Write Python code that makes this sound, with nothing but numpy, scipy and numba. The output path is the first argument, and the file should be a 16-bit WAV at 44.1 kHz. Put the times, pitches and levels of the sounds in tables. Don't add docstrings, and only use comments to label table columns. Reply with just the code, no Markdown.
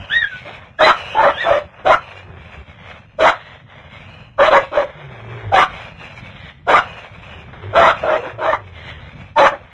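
import sys
import numpy as np
from scipy import signal
from scipy.fft import rfft, irfft
from scipy.io import wavfile
from scipy.ndimage import uniform_filter1d, minimum_filter1d
from numba import njit

SR = 44100
rng = np.random.default_rng(int(sys.argv[2]) if len(sys.argv) > 2 else 0)


def linear_from_db(decibels):
    return 10 ** (np.asarray(decibels, float) / 20)


def wav_out(sig):
    wavfile.write(sys.argv[1], SR, np.round(np.clip(np.atleast_2d(sig).T, -1, 1) * 32767).astype(np.int16))


N = 429086

# start_s, peak_db
TICKS = [
    (1.791, -52),
    (6.009, -50),
    (7.531, -50.5),
]
# start_s, length_s, snarl_db, teeth_hiss_db
BREATHS = [(0.0, 0.22, -39.5, -40), (0.277, 0.13, -46.5, -38), (0.434, 0.11, -38, -37),
           (0.563, 0.084, -39.5, -45), (0.96, .19, -34.5, -31.5), (1.323, 0.24, -34, -33),
           (1.684, 0.51, -44.5, -52.5), (1.962, 0.24, -40.5, -40), (2.228, 0.17, -44, -58),
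           (2.413, 0.2, -42, -43.5), (2.656, 0.092, -45.5, -47.5), (2.809, 0.15, -39.5, -41.5),
           (3.338, 0.22, -42, -42), (3.7, 0.18, -43.5, -48.5), (3.926, 0.3, -42.5, -41.5),
           (4.593, 0.04, -38, -35), (4.868, 0.33, -40.5, -47), (5.248, 0.25, -38.5, -45),
           (5.708, 0.18, -36, -36.5), (6.0, 0.49, -42.5, -39.5), (6.815, 0.24, -37, -38.5),
           (7.1, 0.15, -45, -45.5), (7.225, 0.21, -42, -41), (7.491, 0.34, -41.5, -48),
           (7.962, 0.27, -33, -37.5), (8.183, 0.11, -32.5, -47), (8.6, 0.18, -46.5, -47.5),
           (8.758, 0.18, -40, -37.5), (8.974, 0.28, -43, -43), (9.557, 0.17, -45.5, -49)]
# time_s, level_db
CHEST = [(0.0, -40), (0.19, -44), (1.22, -43), (1.81, -44.5), (2.27, -38), (3.55, -47), (4.09, -40),
         (5.04, -43), (5.39, -27), (5.83, -40.5), (6.45, -39.5), (7.02, -45.5), (7.67, -31.5), (8.1, -44.5),
         (8.97, -33.5), (9.73, -45)]
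# time_s, pitch_hz, level_db
HUMS = [
    [(2.0, 98.77, -48), (2.116, 97.5, -46), (2.344, 86.82, -37), (2.404, 80.1, -43), (2.506, 80.15, -46),
     (2.62, 65.8, -37)],
    [(4.95, 152, -45), (5.003, 152.2, -39.5), (5.196, 109.6, -38.5), (5.362, 118.6, -29.5),
     (5.534, 95.01, -32), (5.6, 102.8, -51)],
    [(7.35, 76.7, -40), (7.564, 78.8, -46.5), (7.66, 100.1, -28), (7.75, 101.2, -37)],
    [(8.33, 116.4, -33), (8.408, 106.4, -41.5), (8.566, 106.4, -38), (8.752, 82, -44), (8.966, 78.2, -43.5),
     (9.0, 83.4, -39)],
]
# centre_hz, width_hz, level_db
SNARL_THROAT = [(539, 224, 6), (985, 600, 4), (1760, 1070, 0)]
# centre_hz, width_hz, level_db
SNARL_TEETH = [(2257, 138, -1), (2670, 200, 1.5), (3106.6, 1340, -5.5), (3712, 990, -3.5), (4420, 1000, -9)]
# time_s, pitch_hz, level_db, octave_rel_db
YELPS = [
    [(0.095, 1403, -28, -8), (0.136, 1770, -15, -8), (0.145, 1820, -22, -5), (0.162, 1885, -9.5, -13),
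     (0.192, 1888, -12, -14), (0.203, 1860, -23, -6), (0.231, 1745, -14, -13), (0.254, 1610, -20, -12),
     (0.295, 1760, -58, -15)],
    [(0.31, 1545, -35, -18), (0.336, 1494, -26.5, -27), (0.395, 1490, -44, -17)],
    [(0.785, 1634, -28.5, -13.5), (0.851, 2027, -8, -3.5), (0.875, 1890, -40.5, -10)],
    [(1.335, 1603, -44, 5), (1.365, 1603, -36.5, 7), (1.415, 1922, -19.5, -10), (1.432, 1768, -24, -1.5),
     (1.47, 1745, -35.5, 0.5)],
]
# start_s, length_s, level_db, low_resonance_hz, jaw_opening_db
SHARP_BARKS = [
    (0.79, 0.12, -8, 612.6, 2),
    (1.845, 0.1, -11, 672.2, -1.5),
    (3.186, .117, -9, 621, 0.5),
    (4.381, 0.11, -11, 571, 1),
    (5.517, 0.12, -11, 726, 3),
    (6.668, .124, -10, 713.8, 0.5),
    (7.728, .185, -9.5, 653.3, 1),
    (9.362, 0.11, -8, 571.9, 1),
]
# start_s, length_s, level_db, low_resonance_hz, jaw_opening_db
HOARSE_BARKS = [
    (0.45, 0.058, -30, 544.6, -9.5),
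    (1.147, .16, -15, 639.5, 3),
    (1.435, 0.15, -17.5, 618, 4),
    (4.505, 0.068, -6, 570.9, 2.5),
    (4.715, .115, -16.5, 578, 1),
    (8.028, .14, -14.5, 644.7, -2.5),
    (8.222, 0.055, -20.5, 507.6, -11.5),
    (8.382, .165, -19, 603.3, 2),
    (9.512, .04, -21.5, 555, -9),
]
# length_share, plus_s, low_db, low_pitch_factor, mouth_rel_db, mouth_hz, edge_rel_db
SHARP_COURSE = [(0.0, -.004, -26, .98, -8, 900, -24), (.06, 0.0, -11, .99, -7, 910, -24),
                (.18, .003, 0.3, 1.02, -3, 950, -12), (.68, .001, -3, 1.02, 3, 1200, -8),
                (1, 0, -12, 1.01, 11, 1450, 1), (1, .015, -28, .99, 10, 1380, -1),
                (1, .085, -43, .97, 4, 1300, -4)]
HOARSE_COURSE = [(0, 0, -11, 1.06, -7.5, 903, -18), (.35, 0.00056, -3, 1.06, 3, 938, -11.5),
                 (1, 0.0015, -5.5, .95, 3, 1270, -10.5), (1.002, .025, -31, .95, -0.5, 1170, -10.5),
                 (1, .07, -19.5, .95, -22, 1270, -21.5)]
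# centre_hz, width_hz, level_db
BARK_EDGE = [(2190, 320, 6), (2534, 180, 5.5), (2962, 390, 1.5), (3530, 300, 1.5), (3863, 350, 0.5)]
# start_s, length_s, pitch_hz, level_db
LOCKS = [(1.157, 0.0073, 844, -10.5), (1.17, 0.054, 884, -12), (1.256, 0.039, 553, -12.5),
         (1.465, 0.058, 677, -14.5), (1.509, 0.013, 571, -6), (1.541, 0.042, 565, -16.5),
         (1.867, 0.025, 757, -13), (1.893, 0.023, 624, -9.5), (1.905, 0.024, 1021, -11.5),
         (3.224, 0.03, 636, -7.5), (3.247, 0.015, 613, -16.5), (4.399, 0.03, 568, -5),
         (4.48, 0.013, 622, -9.5), (4.52, 0.074, 566, -9.5), (4.769, 0.052, 575, -11),
         (4.828, 0.021, 560, -21), (5.528, 0.058, 775, -14.5), (5.606, 0.033, 1168, -9.5),
         (6.747, 0.011, 1200, -2), (7.777, 0.0076, 644, -9.5), (7.844, 0.0073, 1018, -4.5),
         (8.056, 0.024, 716, -18.5), (8.092, 0.011, 619, -14), (8.177, 0.027, 499, -27),
         (8.474, 0.054, 613, -17), (9.368, 0.022, 939, -11), (9.402, 0.049, 555, -7),
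         (9.418, 0.029, 856, -5)]
# frequency_hz, density_db (per Hz)
TREBLE = [(2710, -25.5), (4600, -5.5), (6180, -6.5), (7240, -12), (7860, -17), (11000, -25.5),
          (12800, -35.5), (16700, -51), (22000, -120)]
# frequency_hz, chance (0-1)
DROPPED = [(2000, .0), (2550, .05), (2680, .27), (2820, .1), (3400, .12), (3800, .3), (4200, .58),
           (4400, .85), (4600, .9), (4750, .35), (13000, .45)]

# chaotic share of the airflow (0-1), chest_rel_db, windpipe_rel_db
SHARP_VOICE, HOARSE_VOICE = (1, -14.5, -5), (1, -11, 0.5)
LOCK_FADE_S, LOCK_DUCK_DB, LOCK_OCTAVE_DB = 0.012, -3.5, -17.5
GLIDE_ROUGH_HZ_S, STEADY_VEIL_DB, GLIDING_VEIL_DB = 5800, -21.5, -6.5
BREATH_RISE_DB_S, BREATH_FALL_DB_S, HELD_BREATH_DB = 251, 141.5, -58
BREATH_ARCH_DB, TEETH_WANDER = 1.5, 0.077
CHEST_FOLLOWS = 0.24
YARD_T60_S, YARD_DB = 0.18, -14
PHONE_CUT_HZ = 4700
TREBLE_DB, TREBLE_FOLLOWS, TREBLE_SMOOTH_S = -66.5, 1.35, .035
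TREBLE_FLOOR_DB = -82


def rms_one(x):
    return x / np.sqrt(np.mean(x ** 2) + 1e-20)


def in_time(rows):
    s, *columns = np.transpose(rows)
    return [np.interp(np.arange(N) / SR, s, c) for c in columns]


def while_calling(calls):
    t = np.arange(N) / SR
    inside = [np.minimum(t - call[0][0] + .003, call[-1][0] + .007 - t) / .01 for call in calls]
    return np.clip(np.max(inside, axis=0), 0, 1)


def drift(rate_hz):
    r = np.exp(-2 * np.pi * rate_hz / SR)
    smoother = [[0.68, 0.005, 0.015, 1, -2 * r, r * r]]
    return rms_one(signal.sosfilt(smoother, rng.standard_normal(N + SR))[SR:])


def band(x, low_hz, high_hz, order=2):
    return signal.sosfilt(signal.butter(order, [low_hz, high_hz], "band", fs=SR, output="sos"), x)


def evened(x, span_s=0.025):
    return x / np.sqrt(uniform_filter1d(x ** 2, int(span_s * SR)) + 1e-12)


@njit
def two_pole(x, c1, c2):
    y = np.zeros(len(x))
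    for i in range(2, len(x)):
        y[i] = x[i] - x[i - 2] + c1[i] * y[i - 1] - c2 * y[i - 2]
    return y


def resonance(x, hz, width_hz):
    r = np.exp(-np.pi * width_hz / SR)
    turn = 2 * r * np.cos(2 * np.pi * hz / SR) + np.zeros(N)
    return (1 - r * r) / 2 * two_pole(x, turn, r * r)


def throat(x, modes):
    return sum((-1) ** k * linear_from_db(db) * resonance(x, hz, width) for k, (hz, width, db) in enumerate(modes))


def folds(hz, jitter, shimmer_db, rough, gate):
    cycles = np.cumsum(hz * np.exp(jitter * drift(120))) / SR
    closings = np.diff(np.floor(cycles), prepend=0)
    pulses = closings * linear_from_db(shimmer_db * drift(140)) * np.sqrt(SR / hz)
    puffs = rms_one(rng.standard_normal(N) * np.exp(-gate * (cycles % 1)))
    return np.sqrt(1 - rough) * pulses + np.sqrt(rough) * puffs


def yard(x):
    t = np.arange(SR // 2) / SR
    tail = rng.standard_normal(len(t)) * linear_from_db(-60 * t / YARD_T60_S) * (t > .006)
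    tail = band(tail, 190, 4500, order=1)
    return signal.fftconvolve(x, tail / np.sqrt(np.sum(tail ** 2)))[:N]


def ticks():
    hits = np.zeros(N)
    for start_s, peak_db in TICKS:
        hits[round(start_s * SR)] = linear_from_db(peak_db + 13.5)
    fall = signal.lfilter([1], [1, -np.exp(-1 / (0.041 * SR))], hits + 1e-18)
    return fall * rms_one(band(rng.standard_normal(N), 350, 1900))


def breathing():
    t = np.arange(0, N, 32)[:, None] / SR
    s, length, *levels = np.transpose(BREATHS)
    loss = BREATH_RISE_DB_S * np.maximum(s - t, 0) + BREATH_FALL_DB_S * np.maximum(t - s - length, 0)
    loss = loss + BREATH_ARCH_DB * np.clip(2 * (t - s) / length - 1, -1, 1) ** 2
    strongest = [np.maximum(np.max(db - loss, axis=1), HELD_BREATH_DB) for db in levels]
    return [np.interp(np.arange(N) / SR, t[:, 0], db) for db in strongest]


def rasp(snarl_db, teeth_db):
    flow = folds(hz=in_time(sum(HUMS, []))[0], jitter=.2, shimmer_db=3.0, rough=.97, gate=.8)
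    lips = np.exp(TEETH_WANDER * drift(1.2))
    teeth_modes = [(hz * lips ** (hz < 3500), *rest) for hz, *rest in SNARL_TEETH]
    teeth = linear_from_db(teeth_db) * rms_one(throat(flow, teeth_modes))
    air = linear_from_db(snarl_db) * rms_one(throat(flow, SNARL_THROAT)) + teeth
    air = signal.sosfilt(signal.butter(3, 420, "high", fs=SR, output="sos"), air)
    return linear_from_db(1.92 * drift(18)) * air


def growl():
    snarl_db, teeth_db = breathing()
    chest_db = in_time(CHEST)[0] + CHEST_FOLLOWS * (snarl_db + 44)
    hz, hum_db = in_time(sum(HUMS, []))
    phase = 2 * np.pi * np.cumsum(hz) / SR
    hum = np.sqrt(2) * (np.sin(phase) + 0.11 * np.sin(phase / 2))
    humming = while_calling(HUMS)
    rumble = band(resonance(rng.standard_normal(N), 85, 80), 40, 214) * linear_from_db(3.13 * drift(18))
    rumble_db = np.minimum(chest_db, -33) - 5 * humming
    chest = linear_from_db(rumble_db) * rms_one(rumble)
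    chest = chest + humming * linear_from_db(hum_db + 3.3 * drift(8.4)) * hum
    ring = resonance(resonance(hum_flow(hz), 365, 49), 445, 140)
    muzzle = humming * linear_from_db(hum_db - 10.5) * rms_one(ring)
    return chest + muzzle + rasp(snarl_db, teeth_db)


def hum_flow(hz):
    return folds(hz, jitter=.2, shimmer_db=3.0, rough=.97, gate=.8)


def yelps():
    hz, level_db, octave_db = in_time(sum(YELPS, []))
    glide_hz_s = uniform_filter1d(np.abs(np.gradient(hz)) * SR, size=400)
    glide = np.clip(glide_hz_s / GLIDE_ROUGH_HZ_S, 0, 1)
    fray = linear_from_db(STEADY_VEIL_DB + (GLIDING_VEIL_DB - STEADY_VEIL_DB) * glide)
    phase = 2 * np.pi * np.cumsum(hz * np.exp(0.0062 * drift(51))) / SR
    first, second = (1 + k * fray * drift(110) for k in (1, 1.6))
    tone = np.sqrt(2) * (first * np.sin(phase) + second * linear_from_db(octave_db) * np.sin(2 * phase))
    breath = rms_one(band(rng.standard_normal(N), 1300, 4000))
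    return while_calling(YELPS) * linear_from_db(level_db) * (tone + linear_from_db(-8) * fray * breath)


def bark_courses():
    dogs = [(SHARP_BARKS, SHARP_COURSE, SHARP_VOICE), (HOARSE_BARKS, HOARSE_COURSE, HOARSE_VOICE)]
    calls = []
    for rows, course, voice in dogs:
        for s, length, db, hz, jaw in rows:
            calls.append([(s + share * length + plus, db + low, hz * factor, mouth + jaw, mouth_hz,
                           edge + jaw, *voice)
                          for share, plus, low, factor, mouth, mouth_hz, edge in course])
    calls = sorted(calls)
    following = calls[1:] + [[[np.inf]]]
    return [[row for row in call if row[0] < after[0][0]] for call, after in zip(calls, following)]


def locks():
    t = np.arange(N) / SR
    tone, held = np.zeros(N), np.zeros(N)
    waver = np.cumsum(.03 * drift(60)) / SR
    for s, length, hz, db in LOCKS:
        at = slice(int((s - LOCK_FADE_S) * SR), int((s + length + LOCK_FADE_S) * SR))
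        inside = np.minimum(t[at] - s, s + length - t[at])
        shape = np.clip(inside / LOCK_FADE_S / 2 + .5, 0, 1)
        phase = 2 * np.pi * hz * (t[at] + waver[at])
        tone[at] += linear_from_db(db) * shape * np.sqrt(2) * (np.sin(phase) + linear_from_db(LOCK_OCTAVE_DB) * np.sin(2 * phase))
        held[at] = np.maximum(held[at], shape)
    return tone * linear_from_db(1.76 * drift(90)), held


def barks():
    calls = bark_courses()
    tone, held = locks()
    low_db, low_hz, mouth_db, mouth_hz, edge_db, rough, chest_db, pipe_db = in_time(sum(calls, []))
    flow = folds(low_hz, jitter=.05, shimmer_db=3.0, rough=np.clip(rough, .05, .7), gate=2.5)
    low = evened(resonance(resonance(flow, low_hz, 150), low_hz, 870))
    mouth = resonance(flow, mouth_hz, 300)
    mouth = mouth - linear_from_db(2.5) * resonance(flow, 0.733 * mouth_hz, 140)
    mouth = mouth - linear_from_db(-4) * resonance(flow, 1.644 * mouth_hz, 170)
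    mouth = evened(resonance(mouth, 0.56 * mouth_hz, 2000))
    low, mouth = (part * linear_from_db(3.2 * drift(20)) for part in (low, mouth))
    edge = evened(band(throat(flow, BARK_EDGE), 1800, 4500))
    chest = evened(band(flow, 297, 468), span_s=0.14)
    pipe = evened(resonance(resonance(flow, 558.0, 62), 482, 450), span_s=0.25)
    upper = linear_from_db(edge_db - 0.59 * LOCK_DUCK_DB * held) * edge + linear_from_db(mouth_db) * mouth
    voice = low + upper + linear_from_db(chest_db) * chest - linear_from_db(pipe_db) * pipe
    return tone + linear_from_db(LOCK_DUCK_DB * held) * while_calling(calls) * linear_from_db(low_db) * voice


def scene():
    voices = barks() + yelps() + ticks()
    mono = voices + linear_from_db(YARD_DB) * yard(voices) + growl()
    return np.tile(mono, (2, 1))


def overload(x):
    peaks = -minimum_filter1d(-np.abs(x), int(.003 * SR))
    held = x / np.maximum(1, uniform_filter1d(peaks, int(.002 * SR)) / .93)
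    return held + 0.33 * band(held ** 2, 26, 580, order=1)


def treble_hiss(voice):
    hz = np.fft.rfftfreq(N, 1 / SR)[1:]
    treble_hz, treble_db = np.transpose(TREBLE)
    colour = linear_from_db(np.interp(np.log(hz), np.log(treble_hz), treble_db)) * (hz > 4600)
    colour = np.append(0, colour)
    mid, side = (rms_one(irfft(rfft(rng.standard_normal(N)) * colour, N)) for _ in range(2))
    power = uniform_filter1d(band(voice, 2133, 2840, order=4) ** 2, int(TREBLE_SMOOTH_S * SR))
    level_db = TREBLE_DB + TREBLE_FOLLOWS * (10 * np.log10(np.abs(power) + 1e-9) + 45)
    return (linear_from_db(level_db) + linear_from_db(TREBLE_FLOOR_DB)) * (mid + linear_from_db(-9) * side * [[1], [-1]])


def mute_weak_lines(x, weakest=0.89):
    hz, _, frames = signal.stft(x, SR, nperseg=2048, noverlap=1536)
    size = np.abs(frames[0] + frames[1])
    weak = (size < weakest * uniform_filter1d(size, size=9, axis=0)) & (hz[:, None] > 1900)
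    chance = rng.random((len(hz) // 5 + 1, size.shape[1] // 8 + 1))
    chance = np.repeat(np.repeat(chance, repeats=5, axis=0), repeats=8, axis=1)
    chance = chance[:len(hz), :size.shape[1]]
    tonal = uniform_filter1d(size, size=5, axis=0) > 2.5 * uniform_filter1d(size, size=45, axis=0)
    dropped = (chance < np.interp(hz, *np.transpose(DROPPED))[:, None]) & ~tonal
    return signal.istft(frames * ~(weak | dropped), SR, nperseg=2048, noverlap=1536)[1][:, :N]


def roll_off(x):
    return signal.sosfilt(signal.butter(12, 12960, fs=SR, output="sos"), x)


def record(dry):
    steep_cut = signal.cheby2(12, 50, PHONE_CUT_HZ, fs=SR, output="sos")
    voice = signal.sosfilt(steep_cut, overload(dry[0]))
    mix = mute_weak_lines(voice + treble_hiss(voice))
    return roll_off(np.clip(mix, -1, 1))


dry = scene()
out = record(dry)
wav_out(out)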